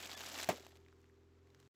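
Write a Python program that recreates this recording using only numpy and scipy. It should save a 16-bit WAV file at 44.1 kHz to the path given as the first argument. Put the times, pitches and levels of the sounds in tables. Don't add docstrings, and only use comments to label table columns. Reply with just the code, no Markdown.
import sys
import numpy as np
from scipy import signal
from scipy.fft import rfft, irfft
from scipy.io import wavfile

SR = 44100
rng = np.random.default_rng(int(sys.argv[2]) if len(sys.argv) > 2 else 0)


def attenuation_scalar(level_db):
    decades = np.asarray(level_db, float) / 20
    return 10 ** decades


def master_out(mix):
    frames = np.transpose(np.atleast_2d(mix))
    ceiling = np.clip(frames, -1, 1)
    pcm = np.round(ceiling * 32767).astype(np.int16)
    wavfile.write(sys.argv[1], SR, pcm)


N = 77175

# [frequency_hz, density_db (per Hz, relative)]
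FOIL_COLOUR = [(80, -45.5), (150, -12.5), (300, -4.5), (450, -8), (700, -1), (1000, -5), (2000, -4.5),
               (3800, -4.5), (5500, -7), (7800, -8.5), (9000, -21.5), (11000, -16), (15000, -17),
               (16500, -40)]


def rms_one(x):
    return x / np.sqrt(np.mean(x ** 2) + 1e-20)


def in_time(rows):
    s, column = np.transpose(rows)
    return np.interp(np.arange(N) / SR, s, column)


def at_hz(points, hz):
    table_hz, values = np.transpose(points)
    return np.interp(np.log(hz), np.log(table_hz), values)


def drift(rate_hz):
    r = np.exp(-2 * np.pi * rate_hz / SR)
    wander = signal.lfilter([1], [1, -2 * r, r * r], rng.standard_normal(N + SR))
    return rms_one(wander[SR:])


def ring(clicks, hz, t60_s):
    r, w = attenuation_scalar(-60 / (t60_s * SR)), 2 * np.pi * hz / SR
    return signal.lfilter([0, np.sin(w)], [1, -2 * r * np.cos(w), r * r], clicks + 1e-18)


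def dying(start_s, t60_s):
    t = np.arange(N) / SR - start_s
    return (t >= 0) * attenuation_scalar(-60 * np.maximum(t, 0) / t60_s)


def high_pass(x, hz):
    return signal.sosfilt(signal.butter(2, hz, "high", fs=SR, output="sos"), x)


def coloured(x, spectrum):
    hz = np.maximum(np.arange(N // 2 + 1) * SR / N, 1)
    cepstrum = irfft(np.log(attenuation_scalar(at_hz(spectrum, hz))), N)
    fold = np.where(np.arange(N) < N / 2, 2., 0.)
    fold[0] = 1
    response = np.exp(rfft(cepstrum * fold))
    return rms_one(irfft(rfft(x) * response, N))


def crackle():
    # [time_s, level_db]
    crush = [(0, -54), (.034, -49.5), (.085, -54), (.12, -50.5), (.151, -54.5), (.157, -67.5), (.17, -51),
             (.285, -49), (.305, -52), (.398, -46), (.418, -50), (.444, -49), (.456, -54), (.4885, -56.5),
             (.491, -41), (.54, -55.5), (.6, -63), (.69, -70.5), (.775, -75), (.79, -80.5), (1.4, -90.5),
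             (1.68, -75.5)]
    grains_per_s, grain_spread_db, grain_cycles = 11000, 4.0, 11.0
    clump_db, clump_rate_hz, rustle_db = 1.2, 90, -4
    sizes = attenuation_scalar(grain_spread_db * np.minimum(rng.exponential(1, N), 5)) * rng.choice([-1, 1], N)
    clump = attenuation_scalar(clump_db * drift(clump_rate_hz))
    born = rng.random(N) < grains_per_s * clump / SR
    pitches_hz, dealt = np.geomspace(150, 15500, num=28), rng.integers(0, 28, N)
    grains = sum(ring(sizes * born * (dealt == k), hz, grain_cycles / hz) * hz
                 for k, hz in enumerate(pitches_hz))
    sheet = rms_one(grains) + attenuation_scalar(rustle_db) * rng.standard_normal(N)
    return attenuation_scalar(in_time(crush)) * clump * coloured(sheet, FOIL_COLOUR)


def snaps():
    # [start_s, level_db, pitch_hz, hiss_db (relative to level_db)]
    snap_rows = [(0.016, -40, 1800, -12), (0.033, -32, 2950, -15), (0.072, -43, 2700, -14),
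                 (0.0947, -37, 2230, -7), (0.1151, -30, 3900, -18), (0.1335, -47, 2310, 1),
                 (0.142, -41.5, 754, -9), (0.1762, -32, 4620, -13), (0.2074, -31, 4200, -9),
                 (0.2375, -37.5, 1490, -8), (0.2627, -39, 1610, -15), (0.3442, -36, 3930, -11),
                 (0.3529, -32.5, 3900, -13), (0.3787, -30.5, 7300, -12.5), (0.388, -27.5, 2590, -12),
                 (0.3992, -28, 2020, -16), (0.4135, -29, 3940, -10), (0.428, -26.5, 4070, -14),
                 (0.4326, -21, 7400, -28), (0.4362, -28, 3700, -18), (0.44, -35, 1980, -17),
                 (0.4441, -26.5, 4730, -14.5), (0.4752, -42, 1900, -5.5), (0.537, -39, 435, -32),
                 (0.582, -42, 594, -18), (0.5975, -41.5, 3750, -11.5), (0.604, -46, 372, -22),
                 (0.623, -52, 5080, -10), (0.634, -48.5, 603, -20), (0.649, -49, 5200, -6.5),
                 (0.6659, -41.5, 2400, -6), (0.666, -58, 704.6, -25), (0.682, -54, 650, -22),
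                 (0.7196, -57, 1740, -2), (0.728, -51.5, 704, -18), (0.7558, -52, 2170, -6),
                 (0.7622, -55, 4500, -6), (0.7704, -55.5, 2360, -2), (0.8495, -56.5, 3240, -26),
                 (0.8632, -50, 2080, -21), (0.8843, -54.5, 1900, -8.5), (0.9271, -51.5, 1388, -17),
                 (1.0159, -63, 5500, -10), (1.03, -64, 5000, -9), (1.0423, -53.5, 1780, -11.5),
                 (1.056, -60, 3000, -14), (1.0978, -54, 1830, -28), (1.4722, -61, 1900, -5.5),
                 (1.5028, -61.5, 2450, -3), (1.5472, -52, 1600, -6.5), (1.6013, -50.5, 7600, -10),
                 (1.628, -56, 1680, -8.5)]
    hiss_t60_s, hiss_reach = 0.013, 3.5
    ring_cycles, ring_db, rise_cycles = 9, -1.5, 0.27
    t = np.arange(SR // 20) / SR
    out, hiss = np.zeros(N), coloured(rng.standard_normal(N), FOIL_COLOUR)
    for start_s, level_db, hz, hiss_db in snap_rows:
        i = int(start_s * SR)
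        keep = np.exp(-2 * np.pi * hiss_reach * hz / SR)
        dull = signal.lfilter([1 - keep], [1, -keep], hiss[i:i + len(t)])
        rise = 1 - np.exp(-t * hz / rise_cycles)
        tone = attenuation_scalar(ring_db - 60 * t * hz / ring_cycles) * np.sin(2 * np.pi * hz * t) * rise
        burst_of_hiss = attenuation_scalar(hiss_db - 60 * t / hiss_t60_s) * dull
        out[i:i + len(t)] += attenuation_scalar(level_db) * (tone + burst_of_hiss)
    return out


def squeak():
    start_s, length_s, pitch_hz, level_db, octave_db = .139, .036, 1725, -57.5, -1
    t = np.arange(N) / SR - start_s
    phase = 2 * np.pi * pitch_hz * t
    swell = np.sin(np.pi * np.clip(t / length_s, 0, 1))
    tones = np.sin(phase) + attenuation_scalar(octave_db) * np.sin(2 * phase)
    return attenuation_scalar(level_db) * np.sqrt(2) * swell * tones


def seam_and_hollow(burst):
    # [pitch_hz, level_db, t60_s]
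    hollow = [(138, -28.5, 0.12), (193.4, -19.5, 0.073), (288, -27, 0.0765), (471.4, -6.5, 0.2),
              (733.3, -14.5, 0.077), (895, -21, 0.086), (1178, -14.5, 0.067), (1900, -21.5, .03),
              (2562, -21.5, 0.023), (3800, -25, .03)]
    pulse_s, suction_s, suction_share = .00025, .0008, 1.0
    t = np.arange(N) / SR
    pulses = sum(attenuation_scalar(db) * np.exp(-((t - s - pulse_s) / (pulse_s / 2)) ** 2) for s, db in burst)
    keep = np.exp(-1 / (suction_s * SR))
    suction = suction_share * signal.lfilter([1 - keep], [1, -keep], pulses)
    area = pulse_s / 2 * SR * np.sqrt(np.pi)
    ringing = sum(attenuation_scalar(db) * ring(pulses / area, hz, t60_s) for hz, db, t60_s in hollow)
    return pulses - suction + ringing


def gulp():
    start_s, length_s, pitch_hz, level_db = .4894, .007, 660, -25.5
    t = np.arange(N) / SR - start_s
    swell = np.sqrt(np.sin(np.pi * np.clip(t / length_s, 0, 1)) + 1e-15)
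    return -attenuation_scalar(level_db) * swell * np.sin(2 * np.pi * pitch_hz * t)


def crack(burst_s):
    level_db, t60_s, lag_s, from_hz = -31, 0.0095, .0006, 2000
    bright = high_pass(rng.standard_normal(N), from_hz)
    return attenuation_scalar(level_db) * bright * dying(burst_s + lag_s, t60_s)


def scattered_echoes(burst_s):
    # [frequency_hz, density_db (per Hz, relative)]
    scatter = [(50, -30.5), (100, -17.5), (170, -10.5), (300, -1.5), (450, -2.5), (750, -3), (1340, -13),
               (2650, -13.5), (4120, -23.5), (7230, -32.5), (16000, -36.5)]
    # [frequency_hz, t60_s]
    scatter_t60 = [(60, .25), (300, .16), (700, .12), (2000, .13), (16000, .1)]
    level_db, build_s = -30, 0.0063
    white, edges = rng.standard_normal((2, N)), 60 * 2 ** np.arange(0, 8.1, .5)
    tail, power = 0, 0
    for k, (low, high) in enumerate(zip(edges, edges[1:])):
        hz = np.sqrt(low * high)
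        band_pass = signal.butter(2, [low, high], "band", fs=SR, output="sos")
        band = attenuation_scalar(at_hz(scatter, hz)) * signal.sosfilt(band_pass, white[k % 2])
        tail = tail + band * dying(burst_s, at_hz(scatter_t60, hz))
        power = power + np.mean(band ** 2)
    build = np.clip((np.arange(N) / SR - burst_s) / build_s, 0, 1) ** 2
    return attenuation_scalar(level_db) * build * tail / np.sqrt(power)


def pop():
    # [start_s, level_db (before the bass cut)]
    burst = [(.4889, -21), (.4901, -23), (.5002, -28)]
    burst_s = burst[0][0]
    out = seam_and_hollow(burst) + gulp() + crack(burst_s) + scattered_echoes(burst_s)
    return high_pass(out, 123)


def engine():
    # [time_s, cycle_hz]
    speed = [(0, 21.21), (.5, 21.04), (.7, 20.87), (1.3, 21.05), (1.5, 21.7), (1.68, 22.25)]
    # [time_s, level_db]
    engine_level = [(0, -67.5), (.76, -67), (1.3, -69.5), (1.5, -70), (1.68, -70)]
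    # [time_s, gain_db]
    load = [(0, 0.5), (1.4, 3.5), (1.55, 8.5), (1.68, 14)]
    # [multiple of the cycle rate, level_db (relative, before load and exhaust)]
    orders = [(2,-3.5),(4,3),(5,-26),(6,-12),(8,-20.5),(10,-19),(11,-29),(12,-11.5),(13,-22),(14,-18.5),(15,-13),(16,-19),(17,-19),(18,-13),(19,-13.5),(22,-21),(23,-22.5),(24,-27)]
    cycle_start = 0.42
    pipe_hz, pipe_width_hz, pipe_db = 395.2, 17, 9
    order_lag, pipe_order = .03, 18.5
    uneven_db, uneven_rate_hz = 1.2, 6.8
    cycle_hz = in_time(speed)
    turn = 2 * np.pi * (cycle_start + np.cumsum(cycle_hz) / SR)
    out = 0
    for k, db in orders:
        pull = in_time(load) * (k == 6)
        pipe = pipe_db / (1 + ((k * cycle_hz - pipe_hz) / pipe_width_hz) ** 2)
        level = attenuation_scalar(db + pull + pipe + uneven_db * drift(uneven_rate_hz))
        lag = np.pi / 2 * (k % 2) + np.pi * order_lag * (k - pipe_order) ** 2
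        out = out + level * np.sin(k * turn - lag)
    return np.sqrt(2) * attenuation_scalar(in_time(engine_level)) * out


def street_air():
    # [frequency_hz, density_db (per Hz, relative)]
    air = [(25, -18.5), (50, -10), (100, -6.5), (250, -0.5), (420, 0), (600, -9), (1200, -8.5),
           (2000, -13.5), (3000, -18.5), (7500, -26), (9000, -38), (16000, -37.5)]
    level_db, waver_db, waver_rate_hz = -75, .8, 16
    return attenuation_scalar(level_db + waver_db * drift(waver_rate_hz)) * coloured(rng.standard_normal(N), air)


def scene():
    return (crackle() + snaps() + squeak() + pop() + engine() + street_air())[None]


def band_limit(x):
    return signal.sosfilt(signal.butter(12, 16820, fs=SR, output="sos"), x)


def record(dry):
    cut_s, cut_fade_s = 1.678, 0.00097
    left_db, left_t60_s = -16.5, 0.038
    back_s, back_db, back_rise_s = 1.738, -16, 0.012
    t = np.arange(N) / SR
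    heard = high_pass(dry, 90.4)
    thin = high_pass(dry, 250)
    left = attenuation_scalar(left_db) * dying(cut_s, left_t60_s)
    back = attenuation_scalar(back_db) * np.clip((t - back_s) / back_rise_s, 0, 1)
    fade = np.clip((cut_s - t) / cut_fade_s, 0, 1)
    return band_limit(heard * fade + thin * (left + back))


dry = scene()
out = record(dry)
master_out(out)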